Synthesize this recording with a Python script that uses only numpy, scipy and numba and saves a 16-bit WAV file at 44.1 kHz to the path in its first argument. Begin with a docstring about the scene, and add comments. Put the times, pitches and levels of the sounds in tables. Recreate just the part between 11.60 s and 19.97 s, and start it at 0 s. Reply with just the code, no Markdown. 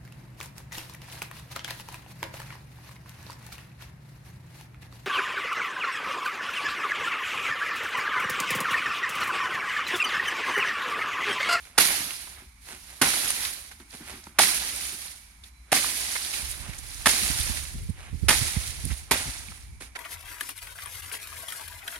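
"""A far engine drones under a field's hiss (coloured noise); leaves brush and boots scuff stubble (random clicks).
From 0.18 s a heavy knife chops piled sugarcane in seven strokes: a rush of air, a burst of snapping fibres,
a ringing knock and a thud. After each, a hiss with tiny rings is the pile rustling and settling; stalks snap
and soft thumps land on soil between strokes. At 3.9 s the blade sings faintly as three fading sines.
From 4.7 s deep noise and single low thumps are wind buffeting the microphone."""
import sys
import numpy as np
from scipy import signal
from scipy.fft import rfft, irfft
from scipy.io import wavfile
from scipy.ndimage import uniform_filter1d
from numba import njit

SR = 44100
rng = np.random.default_rng(int(sys.argv[2]) if len(sys.argv) > 2 else 0)


def transcribe(u):
    """Save the signal u as a 16-bit wav file named by the first command-line argument.

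    u: samples, shape (n,) or (channels, n), limited to [-1, 1]; the rate is SR.
    q: integer samples, one column per channel.
    """
    v = np.clip(np.atleast_2d(u).T, -1, 1)
    q = np.round(v * 32767).astype(np.int16)
    wavfile.write(sys.argv[1], SR, q)


N = 369116
TIME = np.arange(N) / SR
HIT_SIZE = 16384  # samples set aside for one short sound


def undb(db):
    """Turn decibels into gain."""
    return 10 ** (np.asarray(db) / 20)


def unit(x):
    """Scale to an average (rms) strength of 1."""
    return x / np.sqrt(np.mean(x ** 2) + 1e-18)


def colour(x, points, size=4096):
    """Shape the spectrum through (frequency [Hz], level [dB]) points, without sounding ahead of time."""
    hz, db = np.transpose(points)
    log_hz = np.log(np.fft.rfftfreq(size, 1 / SR) + 1)
    log_gain = np.log(undb(np.interp(log_hz, np.log(hz), db)))
    # folding the cepstrum forward makes the filter minimum phase
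    cepstrum = irfft(log_gain)
    cepstrum[1:size // 2] *= 2
    cepstrum[size // 2 + 1:] = 0
    response = irfft(np.exp(rfft(cepstrum)))
    return signal.fftconvolve(x, response[None], axes=1)[:, :x.shape[1]]


def resonate(x, hz, width_hz):
    """Ring at one pitch: a two-pole resonance with gain 1 at its centre."""
    b, a = signal.iirpeak(hz, hz / width_hz, fs=SR)
    return signal.lfilter(b, a, x)


def walk(rate):
    """Drift smoothly between random values, with a spread a little below 1."""
    hold = int(SR / rate)
    steps = np.repeat(rng.standard_normal(N // hold + 1), hold)
    return uniform_filter1d(steps, hold)[:N]


def clicks(rate, scatter_db, lag_ms, spread_ms, size=N):
    """Random clicks of uneven strength; each has its own direction, so its own lag at the left port."""
    chance = np.clip(rate / SR, 1e-4, 1)
    right = (rng.random(size) < chance) / np.sqrt(chance) * rng.choice([-1, 1], size)
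    right = right * undb(scatter_db * np.clip(rng.standard_normal(size), -3, 3))
    lag = np.rint((lag_ms + spread_ms * rng.standard_normal(size)) * SR / 1000).astype(int)
    left = np.bincount((np.arange(size) + lag) % size, right, size)
    return unit(np.array([left, right]))


def burst(length, rate, scatter_db, tail_db, tail_s, lag_ms=0., spread_ms=0.097, entry=1):
    """Clicks that swell and stop within a contact, over a tail that builds up and trails off."""
    age = TIME[:HIT_SIZE]
    progress = np.minimum(age / length, 1)
    contact = (4 * progress * (1 - progress)) ** np.clip(entry, .05, 2)
    tail = undb(tail_db) * progress * np.exp(-age / tail_s)
    return clicks(rate, scatter_db, lag_ms, spread_ms, size=HIT_SIZE) * (contact + tail)


def add(out, s, sound, db, length):
    """Mix in a sound at time s with the energy of level db held for the given length."""
    start = max(int(s * SR), 0)
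    gain = undb(db) * np.sqrt(length * SR / HIT_SIZE)
    part = (unit(sound) * gain)[:, :N - start]
    out[:, start:start + part.shape[1]] += part


@njit
def ring(start, lag, hz, decay, size):
    """Sum of short damped sines; each reaches the left port lag samples after the right."""
    out = np.zeros((2, N))
    for k in range(len(start)):
        pole = np.exp(2j * np.pi * hz[k] / SR - 1 / (decay[k] * SR))
        z = size[k] / np.sqrt(decay[k]) + 0j
        for i in range(start[k], min(start[k] + int(6 * decay[k] * SR), N)):
            z *= pole  # one sample of turning and fading
            out[1, i] += z.imag
            if 0 <= i + lag[k] < N:
                out[0, i + lag[k]] += z.imag
    return out


def grains(rate, low_hz, high_hz, typical_ring_s, scatter_db, lag_ms, spread_ms):
    """Small pieces flick at random, each with its own pitch, ring, strength and direction."""
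    chance = np.clip(rate / SR, 1e-4, 1)
    start = np.flatnonzero(rng.random(N) < chance)
    strength, damping, direction = rng.standard_normal((N, 3))[start].T
    pitch, sign = rng.random((N, 2))[start].T
    hz = low_hz + (high_hz - low_hz) * pitch
    lag = np.rint((lag_ms + spread_ms * direction) * SR / 1000).astype(np.int64)
    size = np.sign(sign - .5) * undb(scatter_db * np.clip(strength, -3, 3))
    decay = typical_ring_s * np.exp(.5 * np.clip(damping, -2, 2))
    return ring(start, lag, hz, decay, size)


# far engine and standing cane, relative spectrum: (frequency [Hz], level [dB])
FIELD_SPECTRUM = [(20, -13.5), (42, 2), (62, 15), (85, 3), (130, -8), (250, -9.5), (500, -33), (900, -12),
                  (1950, -15.5), (2300, -6), (2600, -18.5), (3200, -21.5), (6000, -19.5), (16000, -27)]


def field():
    """A far engine drones as a low band of noise under the hiss of the standing cane."""
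    air = colour(clicks(46000, scatter_db=-2.0, lag_ms=0., spread_ms=0.39), FIELD_SPECTRUM)
    return unit(air) * undb(-56 + .5 * walk(9))


def flutter(x, depth_db=1.0, rate=38):
    """Patches of leaves slip on their own, so each of four pitch bands flickers separately."""
    out, rest = 0, x
    for hz in (2500, 5000, 9000):
        lowpass = signal.butter(2, hz, fs=SR, output="sos")
        low = signal.sosfiltfilt(lowpass, rest)
        out = out + low * undb(depth_db * walk(rate))
        rest = rest - low
    return out + rest * undb(depth_db * walk(rate))


# Leaf and stalk levels below are before their trims and flicker.
# the shaken pile after each stroke: (time [s], first shake level [dB], sliding level [dB], sliding fade [dB/s],
# time until the blade is lifted clear [s], stalks against leaves [dB])
PILE_SHAKES = [(0.189, -23.5, -21, 49, 0.55, -10), (1.43, -43, -24, 27, 0.48, -10.5),
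               (2.801, -17.5, -25, 26.5, 0.69, -11.5), (4.137, -21.5, -27.5, 13.5, 0.79, -12),
               (5.477, -20, -26, 14.5, 0.47, -11.5), (6.71, -25, -25, 33.5, 0.71, -11),
               (7.523, -42, -29.5, 46.5, 0.51, -7.5)]
# leaves brushed between strokes: (time of peak [s], level [dB], swell [s], fade [s])
LEAF_BRUSHES = [(0.03, -52.5, 0.11, 0.056), (1.1, -49, 0.054, 0.098), (1.3, -49, 0.078, 0.14),
                (1.7, -34.5, 0.012, 0.017), (1.84, -34.5, 0.039, 0.048), (2.118, -50, 0.0055, 0.016),
                (2.205, -54, 0.008, .02), (2.34, -48.5, 0.03, 0.094), (2.5, -46.5, 0.049, 0.085),
                (2.668, -53, 0.017, .04), (3.25, -38, 0.034, 0.06), (3.43, -44, 0.029, 0.062),
                (3.86, -53, .015, 0.024), (4.565, -40, 0.023, 0.011), (4.75, -33.5, 0.014, 0.066),
                (5.4, -41.5, 0.19, 0.24), (6.63, -52, 0.093, 0.068), (7.31, -42, 0.039, 0.081),
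                (8.217, -44.5, 0.0087, 0.038)]
# stalks stirred between strokes, some by shifting feet: (time of peak [s], level [dB], half length [s])
STALK_STIRS = [(0.787, -53.5, 0.046), (2.516, -50, 0.063), (4.784, -53, 0.044), (5.08, -48, 0.079),
               (6.44, -52, 0.069)]
# as the worker moves right, the ports hear the leaves duller: (time [s], share of later colour [0-1])
LATER_SHARE = [(0, 0.4), (1.6, 0.54), (2.9, 0.66), (4.2, 0.7), (7.6, 0.88)]
# leaves early on, leaves later on and stalks, relative spectra: (frequency [Hz], level [dB])
EARLY_LEAF_SPECTRUM = [(80, -25.5), (600, -28.5), (1200, 1), (2000, 1), (3000, 2), (4500, 3), (8500, -4),
                       (10500, 3), (12500, 2.5), (16000, 3.5)]
LATER_LEAF_SPECTRUM = [(80, -22), (600, -20.5), (1200, -12.5), (2000, -1), (3000, -2), (4500, 0.5),
                       (8500, -0.5), (10500, -4), (12500, -9.5), (16000, 2.5)]
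STALK_SPECTRUM = [(50, -7), (180, -3.5), (300, -0.5), (480, -7), (800, 1.5), (1500, 3.5), (2300, 4),
                  (4000, -4.5), (10000, -8)]
RUSTLE_ATTACK_S = 0.018
SHAKE_DB_PER_S, SETTLE_DB_PER_S = 112.5, 45  # the first shake dies fast; lifting the blade adds to the fade
JOLT_DB, JOLT_DB_PER_S = -28.5, 188  # stalks jolted by the blow itself
BRUSH_STALK_DB = -9.5  # stalks against leaves when only brushed
FLICK_DB, TICK_RATE, TICK_DB = -7.0, 160, -12  # ticks per second; levels against the sliding hiss
CATCH_DB, CATCH_RATE = 1.0, 70  # leaves catch and let go in clusters: drift scale, changes per second


def leaves():
    """A stroke shakes the pile; leaves slide, then settle, over the duller clatter of stalks."""
    leaf_power, stalk_power = np.zeros(N), np.zeros(N)
    for s, shake_db, slide_db, fade, lifted_s, stalk_db in PILE_SHAKES:
        age = np.maximum(TIME - s, 0)
        attack = np.minimum(age / RUSTLE_ATTACK_S, 1)
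        shake = undb(shake_db - SHAKE_DB_PER_S * age)
        slide = undb(slide_db - fade * age - SETTLE_DB_PER_S * np.maximum(age - lifted_s, 0))
        jolt = undb(JOLT_DB - JOLT_DB_PER_S * age)
        stirred = attack * (shake ** 2 + slide ** 2)
        leaf_power += stirred
        stalk_power += stirred * undb(stalk_db) ** 2 + attack * jolt ** 2
    for s, db, swell_s, fade_s in LEAF_BRUSHES:
        side_s = np.where(TIME < s, swell_s, fade_s)
        stirred = undb(db) ** 2 * np.exp(-((TIME - s) / side_s) ** 2)
        leaf_power += stirred
        stalk_power += stirred * undb(BRUSH_STALK_DB) ** 2
    for s, db, half_s in STALK_STIRS:
        stalk_power += undb(db) ** 2 * np.exp(-((TIME - s) / half_s) ** 2)

    # sliding leaves make a dense hiss; edges that catch and let go ring briefly
    sliding = clicks(30000, scatter_db=0.5, lag_ms=.12, spread_ms=.14)
    flicks = grains(4200, 1200, 14000, typical_ring_s=.0007, scatter_db=3.5, lag_ms=.12, spread_ms=.14)
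    ticks = grains(TICK_RATE, 1500, 12000, typical_ring_s=.0005, scatter_db=4, lag_ms=.12, spread_ms=.14)
    crackle = sliding + undb(FLICK_DB) * unit(flicks) + undb(TICK_DB) * unit(ticks)
    later = np.clip(np.interp(TIME, *np.transpose(LATER_SHARE)), 0, 1)
    early_sound = (1 - later) * colour(crackle, EARLY_LEAF_SPECTRUM)
    later_sound = later * colour(crackle, LATER_LEAF_SPECTRUM)
    rustle = unit(flutter(early_sound + later_sound))
    knocks = grains(4500, 150, 4000, typical_ring_s=.0016, scatter_db=2, lag_ms=.1, spread_ms=.09)
    clatter = unit(colour(knocks, STALK_SPECTRUM))

    leaf_gain = np.sqrt(leaf_power) * undb(1.39 + CATCH_DB * walk(CATCH_RATE))
    stalk_gain = np.sqrt(stalk_power) * undb(-0.24 + 1.4 * walk(44))
    return rustle * leaf_gain + clatter * stalk_gain


# boots dragging over stubble: (time [s], level [dB], length [s])
BOOT_SCUFFS = [(0.049, -48, 0.016), (1.058, -48, 0.12), (1.274, -55, 0.085), (2.323, -48, 0.036),
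               (2.469, -46.5, 0.07), (2.634, -51, .005), (5.008, -51, 0.096), (6.371, -53.5, 0.13),
               (8.202, -44.5, 0.027)]
# dry stubble, relative spectrum: (frequency [Hz], level [dB])
STUBBLE_SPECTRUM = [(100, -24), (700, -3.5), (1500, 0), (2600, -3), (4500, -10), (8000, -8), (16000, -25)]


def scuffs():
    """Boot soles grind dry stubble as the feet shift, in bursts of uneven clicks."""
    out = np.zeros((2, N))
    for s, db, length in BOOT_SCUFFS:
        grit = burst(length, rate=1700, scatter_db=6.0, tail_db=0.0, tail_s=0.053, lag_ms=0.074, spread_ms=0.028)
        add(out, s, colour(grit, STUBBLE_SPECTRUM), db, length)
    return out


# air round the falling blade: level against its swell, swell time, centre pitch
WHOOSH_DB, WHOOSH_S, WHOOSH_HZ = -48.5, 0.031, 1300


def whooshes():
    """The blade rushes through the air, louder as it falls, until it meets the cane."""
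    speed = sum(np.exp(-np.abs(TIME - s) / WHOOSH_S) * (TIME < s) for s, *_ in PILE_SHAKES)
    air = resonate(clicks(30000, scatter_db=-1.5, lag_ms=0., spread_ms=.06), WHOOSH_HZ, width_hz=990)
    return unit(air) * speed * undb(WHOOSH_DB)


# loose soil under the pile, relative spectrum: (frequency [Hz], level [dB])
SOIL_SPECTRUM = [(30, -23), (80, -4.5), (160, -4), (260, -2), (370, -4), (500, -23), (1500, -11),
                 (8000, -49.5)]


def thud(push):
    """A pile of stalks on loose soil gives a short thud without deep bass."""
    no_deep_bass = signal.butter(3, 88, "high", fs=SR, output="sos")
    return signal.sosfilt(no_deep_bass, colour(push, SOIL_SPECTRUM))


# blade through stalks: (time [s], length [s], entry [0 abrupt - 1 gradual], crack level [dB], split pitch [Hz],
# split level [dB], knock delay [s], knock pitch [Hz], knock level [dB], thud level [dB])
BLADE_CUTS = [(0.177, 0.015, 1, -15, 1490, -22, 0.00097, 770, -31.5, -32),
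              (1.414, 0.0077, 0.54, -14.5, 1740, -25.5, 0.011, 920, -36, -28),
              (1.421, 0.0076, 0.53, -22.5, 1940, -24, 0.012, 810, -33, -27.5),
              (1.432, 0.0038, 0.52, -40, 1320, -25, 0.034, 955, -32, -49),
              (2.7855, 0.012, 1, -14.5, 1570, -19, 0.011, 816, -22, -31),
              (4.118, .013, 0.12, -19.5, 1680, -23.5, 0.0078, 774, -22.5, -34.5),
              (5.458, 0.016, 0.17, -18, 1530, -18, 0.0092, 810, -25, -31.5),
              (6.6834, 0.013, 0.42, -14, 2400, -23.5, 0, 784, -35, -43),
              (6.702, 0.013, 0.47, -19.5, 1930, -25.5, 0.0048, 920, -27.5, -40),
              (7.5096, 0.012, 0.39, -17.5, 2050, -23, 0.004, 870, -28, -30),
              (7.551, 0.0081, .6, -41, 1300, -46, 0.0035, 577, -43, -46)]
# snapping fibres, relative spectrum: (frequency [Hz], level [dB])
FIBRE_SPECTRUM = [(40, -23.5), (130, -15.5), (260, -7), (500, -10.5), (1200, -1.5), (2000, -1), (3200, -4),
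                  (5500, -5.5), (8000, -7.5), (16000, -9)]


def chops():
    """Fibres snap as the edge passes, the rind splits, the stalk knocks on others, the pile thuds on soil."""
    out = np.zeros((2, N))
    for (s, length, entry, crack_db, split_hz, split_db,
         delay, knock_hz, knock_db, thud_db) in BLADE_CUTS:
        fibres = burst(length, rate=5000, scatter_db=-2.5, tail_db=6.0, tail_s=0.02,
                       lag_ms=-0.051, spread_ms=0.039, entry=entry)
        add(out, s, colour(fibres, FIBRE_SPECTRUM), crack_db, length)

        rind = burst(length, rate=2600, scatter_db=6.5, tail_db=-25.0, tail_s=0.012, spread_ms=.03, entry=entry)
        add(out, s, resonate(rind, split_hz, width_hz=820), split_db, length)

        blow = burst(.003, rate=6000, scatter_db=3, tail_db=-24, tail_s=.012, lag_ms=.04, spread_ms=.02)
        knock = resonate(resonate(blow, knock_hz, width_hz=600), knock_hz, width_hz=120)
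        add(out, s + delay, knock, knock_db, length)

        push = burst(length, rate=2900, scatter_db=7.0, tail_db=-18.5, tail_s=0.062)
        add(out, s, thud(push), thud_db, length)
    return out


# single stalks and leaves snapping: (time [s], level [dB], centre pitch [Hz], length [s])
SINGLE_SNAPS = [(0.302, -35, 1700, 0.0057), (0.506, -32.5, 2640, 0.004), (0.669, -51, 1000, 0.017),
                (1.533, -32, 1500, .012), (1.676, -32, 9700, 0.0096), (1.7, -35.5, 1620, 0.0089),
                (1.703, -25.5, 8900, 0.004), (1.848, -37, 2000, 0.015), (2.112, -47, 1530, 0.013),
                (2.307, -48.5, 4500, 0.0041), (2.638, -48, 5540, 0.0055), (2.667, -44.5, 1000, 0.0063),
                (3.835, -47.5, 3550, 0.013), (4.242, -30.5, 1210, 0.0054), (4.553, -31, 1870, 0.017),
                (4.734, -34, 2670, 0.012), (4.912, -38, 9250, 0.0066), (5.131, -43, 2440, 0.01),
                (5.181, -41.5, 7000, 0.012), (5.971, -33, 2200, 0.0046), (6.051, -42, 2600, .005),
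                (6.292, -53, 9000, .015), (7.251, -33.5, 10200, 0.0045), (7.299, -41.5, 1900, 0.027),
                (7.884, -42, 2400, 0.0035), (7.915, -45.5, 1400, 0.011), (8.351, -35, 1650, 0.065)]


def snaps():
    """Single stalks crack and leaves flick as the pile shifts: short resonant click bursts."""
    out = np.zeros((2, N))
    for s, db, hz, length in SINGLE_SNAPS:
        fibres = burst(length, rate=6000, scatter_db=2, tail_db=-14, tail_s=.012, lag_ms=.1, entry=.5)
        add(out, s, resonate(fibres, hz, width_hz=300 + .25 * hz), db, length)
    return out


# boots and cut tops landing on soil: (time [s], level [dB], length [s])
SOIL_THUMPS = [(0.402, -42, 0.0044), (0.819, -50, 0.0045), (1.07, -59, 0.13), (1.837, -68, 0.028),
               (2.199, -48, 0.01), (2.331, -51, 0.023), (2.394, -50, 0.036), (2.478, -55.5, 0.14),
               (2.667, -46.5, 0.0093), (3.318, -53, 0.033), (8.204, -52, 0.018)]


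def thumps():
    """Soft weight crushes stubble into the soil."""
    out = np.zeros((2, N))
    for s, db, length in SOIL_THUMPS:
        push = burst(length, rate=2700, scatter_db=4.5, tail_db=-1.0, tail_s=0.03)
        add(out, s, thud(push), db, length)
    return out


# blade ringing in the air, before the left-right balance: (frequency [Hz], level [dB])
BLADE_TONES = [(2078, -75), (4027, -68), (5782, -82)]
BLADE_T60_S = 1.1  # time to fade by 60 dB


def blade(start_s=3.9):
    """The steel sings faintly while it is lifted: a few sines that swell and die away."""
    age = np.maximum(TIME - start_s, 0)
    tones = sum(undb(db) * np.sin(2 * np.pi * hz * age) for hz, db in BLADE_TONES)
    swell = np.minimum(age / 0.071, 1)
    fade = np.exp(-np.log(1000) * age / BLADE_T60_S)
    balance = undb([[-3], [4]])  # left, right
    return tones * swell * fade * balance


def pan(db):
    """Left and right gains of constant power, db apart."""
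    gains = undb(db * np.array([[.5], [-.5]]))
    return gains / np.hypot(*gains)


# the breeze rises and falls, leaning mostly to the right port by changing amounts,
# before a 3 dB cut and the gusts: (time [s], level [dB], left minus right [dB])
BREEZE = [(4.68, -56, 0), (4.82, -43, -18), (5.55, -40, -18), (5.95, -37.5, -10), (6.2, -31.5, -2),
          (6.42, -40, -4), (6.62, -28.5, -16), (7.05, -38.5, -4), (8.15, -45, -4.5), (8.37, -60, 4)]
# eddies hitting the ports: (time [s], level [dB], length [s], left minus right [dB])
EDDY_HITS = [(4.823, -44, 0.02, -22), (5.081, -36, 0.015, -19), (5.621, -36, 0.029, -24),
             (5.696, -30.5, 0.016, -31), (5.786, -31.5, 0.021, -28), (5.892, -27.5, 0.015, -29),
             (6.14, -41, 0.025, 10), (6.284, -28.5, 0.026, -25), (6.524, -33, 0.036, -22),
             (6.622, -28.5, 0.029, -34), (6.797, -31.5, 0.037, -18), (6.964, -22, 0.01, -15),
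             (7.232, -32.5, 0.051, -18), (7.28, -30.5, 0.056, -22), (7.509, -38, 0.023, -1),
             (7.652, -39.5, 0.054, 7), (7.879, -47, 0.04, 11), (8.104, -51, 0.057, -8)]
# steady rumble and single eddies, relative spectra: (frequency [Hz], level [dB])
GUST_SPECTRUM = [(10, -48.5), (28, -12.5), (45, -1), (75, 1), (120, -8.5), (200, -24.5), (400, -32),
                 (1000, -60.5), (8000, -90)]
EDDY_SPECTRUM = [(10, -52), (30, -17.5), (60, 5.5), (130, -6), (220, -12.5), (400, -31.5), (1000, -63),
                 (8000, -69)]
GUST_DB, GUST_RATE = 3.5, 16  # drift scale, changes per second


def wind():
    """Turbulence rumbles on each port separately; single eddies thump."""
    s, db, pan_db = np.transpose(BREEZE)
    strength = undb(np.interp(TIME, s, db, left=-90) - 3.0 + GUST_DB * walk(GUST_RATE))
    rumble = unit(colour(rng.standard_normal((2, N)), GUST_SPECTRUM))
    out = rumble * strength * pan(np.interp(TIME, s, pan_db))
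    for s, db, length, pan_db in EDDY_HITS:
        eddy = colour(burst(length, rate=4000, scatter_db=2, tail_db=-18, tail_s=.02), EDDY_SPECTRUM)
        add(out, s, eddy * pan(pan_db), db, length)
    return out


def scene():
    """Everything as it arrives at the two microphone ports."""
    return (field() + leaves() + scuffs() + whooshes() + chops()
            + snaps() + thumps() + blade() + wind())


# response of the two microphone ports: (frequency [Hz], left level [dB], right level [dB])
PORT_RESPONSE = [(613, 4, 3), (1140, -0.5, 0), (2080, -3, 5), (3050, -0.5, 3), (3970, -1.5, 5.5),
                 (5370, 2, 2.5), (7100, 0.5, 3.5), (7630, -1, -0.5), (9530, 3, 13), (11400, -4.5, 8),
                 (12930, -12.5, 2.5), (15270, -12, -26)]
TOP_HZ = 15900


def record(dry):
    """Each port has its own colour; any peaks beyond full scale clip and the top is cut."""
    hz, *sides = np.transpose(PORT_RESPONSE)
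    wet = np.vstack([colour(x[None], np.column_stack([hz, db])) for x, db in zip(dry, sides)])
    top_cut = signal.ellip(10, .2, 70, TOP_HZ, fs=SR, output="sos")
    return signal.sosfilt(top_cut, np.clip(wet, -1, 1))


dry = scene()
out = record(dry)
transcribe(out)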